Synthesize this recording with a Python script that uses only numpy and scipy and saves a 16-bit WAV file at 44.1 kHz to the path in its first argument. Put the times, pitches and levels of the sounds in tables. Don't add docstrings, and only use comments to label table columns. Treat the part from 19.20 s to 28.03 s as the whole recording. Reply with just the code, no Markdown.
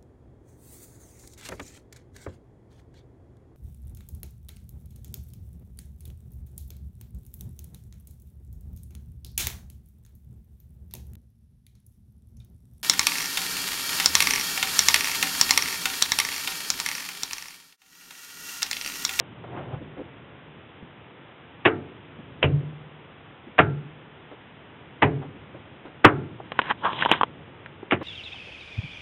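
import sys
import numpy as np
from scipy import signal
from scipy.fft import rfft, irfft, next_fast_len
from scipy.io import wavfile
from scipy.ndimage import uniform_filter1d

SR = 44100
rng = np.random.default_rng(int(sys.argv[2]) if len(sys.argv) > 2 else 0)


def int16_out(signal):
    q = np.round(np.clip(np.atleast_2d(signal).T, -1, 1) * 32767)
    wavfile.write(sys.argv[1], SR, q.astype(np.int16))


N = 389403
TIME_S = np.arange(N) / SR
AGE_S = TIME_S[:SR]

# (frequency [Hz], density [dB])
HISS_SPECTRUM = [(88, -44), (150, -5.5), (172, -22), (200, -1), (411, -1), (446, -1), (572, -5), (902, -4),
                 (1140, -6), (1660, -7.5), (3040, -10.5), (3440, -12.5), (4060, -28.5), (5280, -72.5),
                 (8930, -120)]
# (frequency [Hz], density [dB])
RUMBLE_SPECTRUM = [(25, -35), (50, -18.5), (90, -5), (145, 0), (200, -8), (320, -10), (600, -16.5),
                   (1500, -47.5)]
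# (peak time [s], level [dB])
ARM_MOVES = [(.5, -44), (3.25, -50), (6.2, -51.5), (7.9, -44)]
# (frequency [Hz], density [dB])
CLOTH_SPECTRUM = [(59, -45), (100, -11), (145, 1.5), (198, -25), (376, -6.5), (436, -17), (713, -11),
                  (803, -14), (3500, -37.5), (4550, -61), (7700, -120)]
# (peak time [s], level [dB], rise [s], fall [s])
SLEEVE_STROKES = [(0.374, -31.5, 0.049, 0.071), (0.539, -33, 0.021, 0.018), (.79, -43, 0.024, 0.023)]
# (time [s], level [dB], pitch [Hz], treble roll-off [dB/octave], t60 [s])
HAND_BUMPS = [(.002, -38, 246, 8.5, 0.046), (.238, -38, 520, 12.5, 0.041), (.528, -32.5, 140, 21, .2),
              (.611, -37, 269, 16, 0.072), (.768, -34.5, 280, 12, 0.17), (.792, -32.5, 480, 38, 0.07),
              (1.622, -39.5, 195, 18, .045), (2.982, -43, 260, 12, .09), (4.266, -43.5, 283, 19, 0.13),
              (5.108, -41, 392, 9.5, 0.12), (6.014, -41, 770, 14.5, 0.16), (6.34, -39.5, 336, 9.5, 0.13),
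              (6.65, -39.5, 320, 8.5, 0.14), (7.2, -34, 706, 21, 0.024), (8.628, -33.5, 355, 11.5, 0.021),
              (8.807, -31.5, 337, 9, .2)]
# (frequency [Hz], width [Hz], creak level [dB], rub level [dB])
CASE_MODES = [(330, 410, 1, -4.5), (1025, 205, -0.5, 0), (1617, 296, -6, -5.5), (2590, 1260, -4, -7.5),
              (3272, 376, -2.5, -5)]
# (peak time [s], level [dB], rise [s], fall [s], pitch [Hz], lift at pitch [dB])
FINGER_RUBS = [(7.490, -40, 0.081, .015, 1800, 7.5), (7.510, -25, 0.01, 0.0065, 1400, 7.5),
               (7.650, -27.5, 0.0095, .033, 1050, 7.5), (7.820, -35.5, 0.078, 0.041, 3550, 9),
               (7.892, -31.5, .004, 0.017, 3500, 4.5), (7.924, -26, 0.019, 0.031, 3500, 3.5)]
# (time [s], peak level [dB], pitch [Hz], lift at pitch [dB])
CASE_CREAKS = [(7.3195, -17, 1410, 3), (7.3909, -3, 1364, 17), (7.3936, -8, 1400, 12),
               (7.417, -17.5, 2600, 9), (7.7313, -18.5, 1020, 2), (7.79, -21, 2600, 7.5),
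               (7.811, -15, 2700, 19), (7.8233, -7, 1680, 19), (7.833, -14, 1680, 12),
               (7.8506, -10, 3400, 3.5), (7.8594, -6, 1020, 13), (7.915, 1.5, 2600, 5.5),
               (7.924, -6, 3400, 13), (7.937, -13, 1680, 21), (8.0118, -4.5, 850, 21), (8.033, -4, 843, 15),
               (8.461, -26.5, 1920, 24)]
# (frequency [Hz], gain [dB])
CONTACT_SPECTRUM = [(150, -17), (600, -7), (2000, 0.5), (3000, -2), (4200, 2)]
# (frequency [Hz], gain [dB])
HOUSING_SPECTRUM = [(59, -34.5), (100, -5), (200, -7.5), (380, -1), (540, -8), (680, -6), (1050, -9),
                    (1500, -11), (2000, -9.5), (2850, -11), (3400, -19.5), (4000, -35), (5200, -68.5),
                    (8800, -120)]
# (band [Hz], t60 [s])
RATTLE_DECAYS = [(150, .11), (400, 0.11), (900, 0.1), (1700, 0.1), (3200, 0.082)]
# (band [Hz], t60 [s])
REVERB_DECAYS = [(150, 0.97), (400, 0.6), (900, 0.24), (1700, 0.27), (3200, 0.054)]
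# (frequency [Hz], level [dB], t60 [s])
LENS_MODES = [(863, -3, 0.43), (1193, 1.5, 0.16), (1367, -2, .3), (1373, -10.5, 0.62), (1362, 2, 0.3),
              (1590, 0.5, 0.23), (1574, -5.5, 0.25), (1740, -11, 0.21), (2150, -5, .2)]
# (frequency [Hz], level [dB], t60 [s])
LINING_MODES = [(272.4, -2, 0.59), (301.5, -0.5, 0.45), (321, -14, 0.8), (396.4, -8.5, 0.69),
                (431.5, 2.5, 0.42), (543, -3, 0.15), (675, -20, 0.5), (713, -11, 0.47)]
# (frequency [Hz], level [dB], t60 [s])
PANEL_MODES = [(92, -2, 0.37), (113, -2.5, 0.22), (139.7, 4, 0.27), (180, -17, 0.18)]
# (frequency [Hz], level [dB], t60 [s])
AIR_MODES = [(89.5, -18, 0.2), (125, -10, 0.32), (142.4, -4.5, 0.42), (151.4, -17, 0.93)]
# (time [s], contact [dB], lag to blow [s], blow [dB], lens [dB], lining [dB], panel [dB],
# boom [dB], low note [Hz], low lift [dB], high note [Hz], high lift [dB], tilt [dB/octave])
SWITCH_THROWS = [(2.4521, -15.5, 0.0038, -11, -31.5, -24, -47.5, -38.5, 350, 2.5, 1330, 5, 0.5),
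                 (3.2283, -13, .0090, -17, -60, -28.5, -17, -17.5, 520, 10, 2850, 9, -2),
                 (4.3824, -18.5, .0050, -9, -27.5, -25, -23, -23, 730, 4, 1400, 8.5, -.5),
                 (5.8204, -21, 0.0027, -11, -57.5, -23.5, -20.5, -26.5, 880, 5, 1850, 0.5, -1),
                 (6.8426, -21, .003, -2.5, -27, -21, -30.5, -28, 1080, 7.5, 1467, 8.5, -1.17),
                 (8.7105, -16.5, 0.01, -15, -58, -44, -36, -57, 215, 8, 2290, 1.5, -0.9)]


def amp(db):
    return 10 ** (np.asarray(db) / 20)


def unit_rms(x):
    return x / np.sqrt(np.mean(x ** 2) + 1e-20)


def unit_burst(x, samples=440):
    return x / np.sqrt(uniform_filter1d(x ** 2, samples).max() + 1e-20)


def log_interp(points, hz):
    points_hz, values = np.transpose(points)
    return np.interp(np.log(hz + 1), np.log(points_hz), values)


def bell(hz, centre_hz, octaves):
    return np.exp(-(np.log2(hz / centre_hz) / octaves) ** 2)


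def filtered(x, response):
    size = next_fast_len(len(x) + 8192)
    return irfft(rfft(x, size) * response(np.fft.rfftfreq(size, 1 / SR)), size)[:len(x)]


def coloured(x, spectrum, size=4096):
    gain = amp(log_interp(spectrum, np.fft.rfftfreq(size, 1 / SR)))
    cepstrum = irfft(np.log(gain + 1e-6))
    cepstrum[1:size // 2] *= 2
    cepstrum[size // 2 + 1:] = 0
    impulse = irfft(np.exp(rfft(cepstrum)))
    return signal.fftconvolve(x, impulse)[:len(x)]


def fade(t60_s):
    return np.exp(-np.log(1000) * AGE_S / t60_s)


def swell(rise_s):
    return 1 - np.exp(-AGE_S / rise_s)


def stroke(t_s, rise_s, fall_s):
    return np.exp(-np.abs(t_s) / np.where(t_s < 0, rise_s, fall_s))


def add(track, at_s, sound):
    start = round(at_s * SR)
    track[start:start + len(sound)] += sound[:N - start]


def microphone_hiss(level_db=-50):
    return amp(level_db) * unit_rms(coloured(rng.standard_normal(N), HISS_SPECTRUM))


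def cabin_rumble(floor_db=-54, rise_s=0.43, fall_s=0.35):
    moves = sum(amp(db) * stroke(TIME_S - at_s, rise_s, fall_s) for at_s, db in ARM_MOVES)
    return (amp(floor_db) + moves) * unit_rms(coloured(rng.standard_normal(N), RUMBLE_SPECTRUM))


def sleeve_rustle(grain_db=2):
    pressure = sum(amp(db) * stroke(TIME_S - at_s, rise_s, fall_s)
                   for at_s, db, rise_s, fall_s in SLEEVE_STROKES)
    grain = amp(grain_db * unit_rms(uniform_filter1d(rng.standard_normal(N), size=200)))
    return pressure * unit_rms(coloured(grain * rng.standard_normal(N), CLOTH_SPECTRUM))


def hand_bumps():
    out = np.zeros(N)
    for at_s, db, hz, rolloff_db, t60_s in HAND_BUMPS:
        push = rng.standard_normal(SR) * fade(t60_s) * swell(rise_s=0.009)
        tone = [(hz / 4, -20), (hz, 0), (hz * 2, -rolloff_db), (hz * 16, -4 * rolloff_db)]
        add(out, at_s, amp(db) * unit_burst(coloured(push, tone)))
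    return out


def camera_case(force, levels_db, pitch_hz, lift_db, normalise, grip_octaves=0.5):
    out = 0
    for k, ((hz, width_hz, *_), db) in enumerate(zip(CASE_MODES, levels_db)):
        mode = filtered(force, lambda f: (2j * f * width_hz / (hz**2 - f**2 + 2j * f * width_hz)) ** 2)
        gain = amp(db + lift_db * bell(hz, pitch_hz, grip_octaves))
        out += (-1) ** k * gain * normalise(mode)
    return out


def finger_rubs(slips_per_s=4000):
    out, lead_s = np.zeros(N), 0.25
    t_s = AGE_S[:SR // 2] - lead_s
    _, _, _, rub_db = np.transpose(CASE_MODES)
    for at_s, db, rise_s, fall_s, pitch_hz, lift_db in FINGER_RUBS:
        slips = rng.random(len(t_s)) < slips_per_s / SR
        force = slips * np.sign(rng.standard_normal(len(t_s))) * stroke(t_s, rise_s, fall_s)
        add(out, at_s - lead_s, camera_case(force, db + rub_db, pitch_hz, lift_db, unit_burst))
    return out


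def case_creaks(chatter_gain=0.081, chatter_t60_s=0.028):
    out = np.zeros(N)
    _, _, creak_db, _ = np.transpose(CASE_MODES)
    for at_s, db, pitch_hz, lift_db in CASE_CREAKS:
        force = (chatter_gain * rng.standard_normal(SR) * fade(chatter_t60_s))[:SR // 10]
        force[0] += 1
        tick = camera_case(force, creak_db, pitch_hz, lift_db, unit_rms)
        add(out, at_s, amp(db) * tick / np.abs(tick).max())
    return out


def dense_modes(decays, rise_cycles):
    noise, out = rng.standard_normal(SR), np.zeros(SR)
    centres_hz = [hz for hz, _ in decays]
    for (hz, t60_s), weights in zip(decays, np.eye(len(decays))):
        band = filtered(noise, lambda f: log_interp(list(zip(centres_hz, weights)), f))
        out += band * fade(t60_s) * swell(rise_cycles / hz)
    return out


def ring(modes, rise_s, blur_hz, spread_db=2.3):
    out = 0
    step_cycles = np.sqrt(blur_hz / (2 * np.pi * SR))
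    for hz, db, t60_s in modes:
        phase_cycles = rng.random() + step_cycles * np.cumsum(rng.standard_normal(SR))
        envelope = amp(db + rng.normal(0, spread_db)) * fade(t60_s)
        out += envelope * np.sin(2 * np.pi * (hz * AGE_S + phase_cycles))
    return unit_burst(swell(rise_s) * out)


def housing_tone(low_hz, low_db, high_hz, high_db, tilt_db_per_octave, note_octaves=0.25):
    hz = np.geomspace(50, 9000, 160)
    notes_db = low_db * bell(hz, low_hz, note_octaves) + high_db * bell(hz, high_hz, note_octaves)
    tilt_db = tilt_db_per_octave * np.log2(hz / high_hz)
    return np.transpose([hz, log_interp(HOUSING_SPECTRUM, hz) + notes_db + tilt_db])


def switch_contact(force, tone):
    return unit_burst(coloured(coloured(force, CONTACT_SPECTRUM), tone), samples=180)


def switch_clicks(slide_db=-17.5, send_db=-11, lining_share=0.35, panel_lag_s=0.012, boom_lag_s=0.087):
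    out, lead_s = np.zeros(N), 0.1
    for at_s, contact_db, lag_s, blow_db, lens_db, lining_db, panel_db, boom_db, *notes in SWITCH_THROWS:
        tone = housing_tone(*notes)
        scrape = stroke(AGE_S[:SR // 5] - lead_s, rise_s=0.003, fall_s=0.003)
        slide = rng.standard_normal(len(scrape)) * scrape
        contact = rng.standard_normal(SR) * fade(t60_s=0.035)
        add(out, at_s - lead_s, amp(contact_db + slide_db) * switch_contact(slide, tone))
        add(out, at_s, amp(contact_db) * switch_contact(contact, tone))

        reverb_db = send_db + blow_db + lining_share * (lining_db - blow_db)
        rattle = amp(blow_db) * unit_burst(coloured(dense_modes(RATTLE_DECAYS, rise_cycles=0.73), tone))
        reverb = amp(reverb_db) * unit_burst(coloured(dense_modes(REVERB_DECAYS, rise_cycles=4.8), tone))
        lens = amp(lens_db) * ring(LENS_MODES, rise_s=0.008, blur_hz=25)
        lining = amp(lining_db) * ring(LINING_MODES, rise_s=0.0048, blur_hz=6.7)
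        add(out, at_s + lag_s, rattle + reverb + lens + lining)

        add(out, at_s + panel_lag_s, amp(panel_db) * ring(PANEL_MODES, rise_s=0.014, blur_hz=3))
        add(out, at_s + boom_lag_s, amp(boom_db) * ring(AIR_MODES, rise_s=0.015, blur_hz=0.66))
    return out


def scene():
    clicks = switch_clicks()
    handling = case_creaks() + finger_rubs() + hand_bumps() + sleeve_rustle()
    return (clicks + handling + cabin_rumble() + microphone_hiss())[None]


def record(dry, band_hz=4020, top_hz=17500):
    overloaded = np.clip(dry[0], -1.2, 1.2)
    narrow = filtered(overloaded, lambda hz: 1 / (1 + (hz / band_hz) ** 60))
    clipped = np.clip(narrow, -1, 1)
    return filtered(clipped, lambda hz: 1 / (1 + (hz / top_hz) ** 60))[None]


dry = scene()
out = record(dry)
int16_out(out)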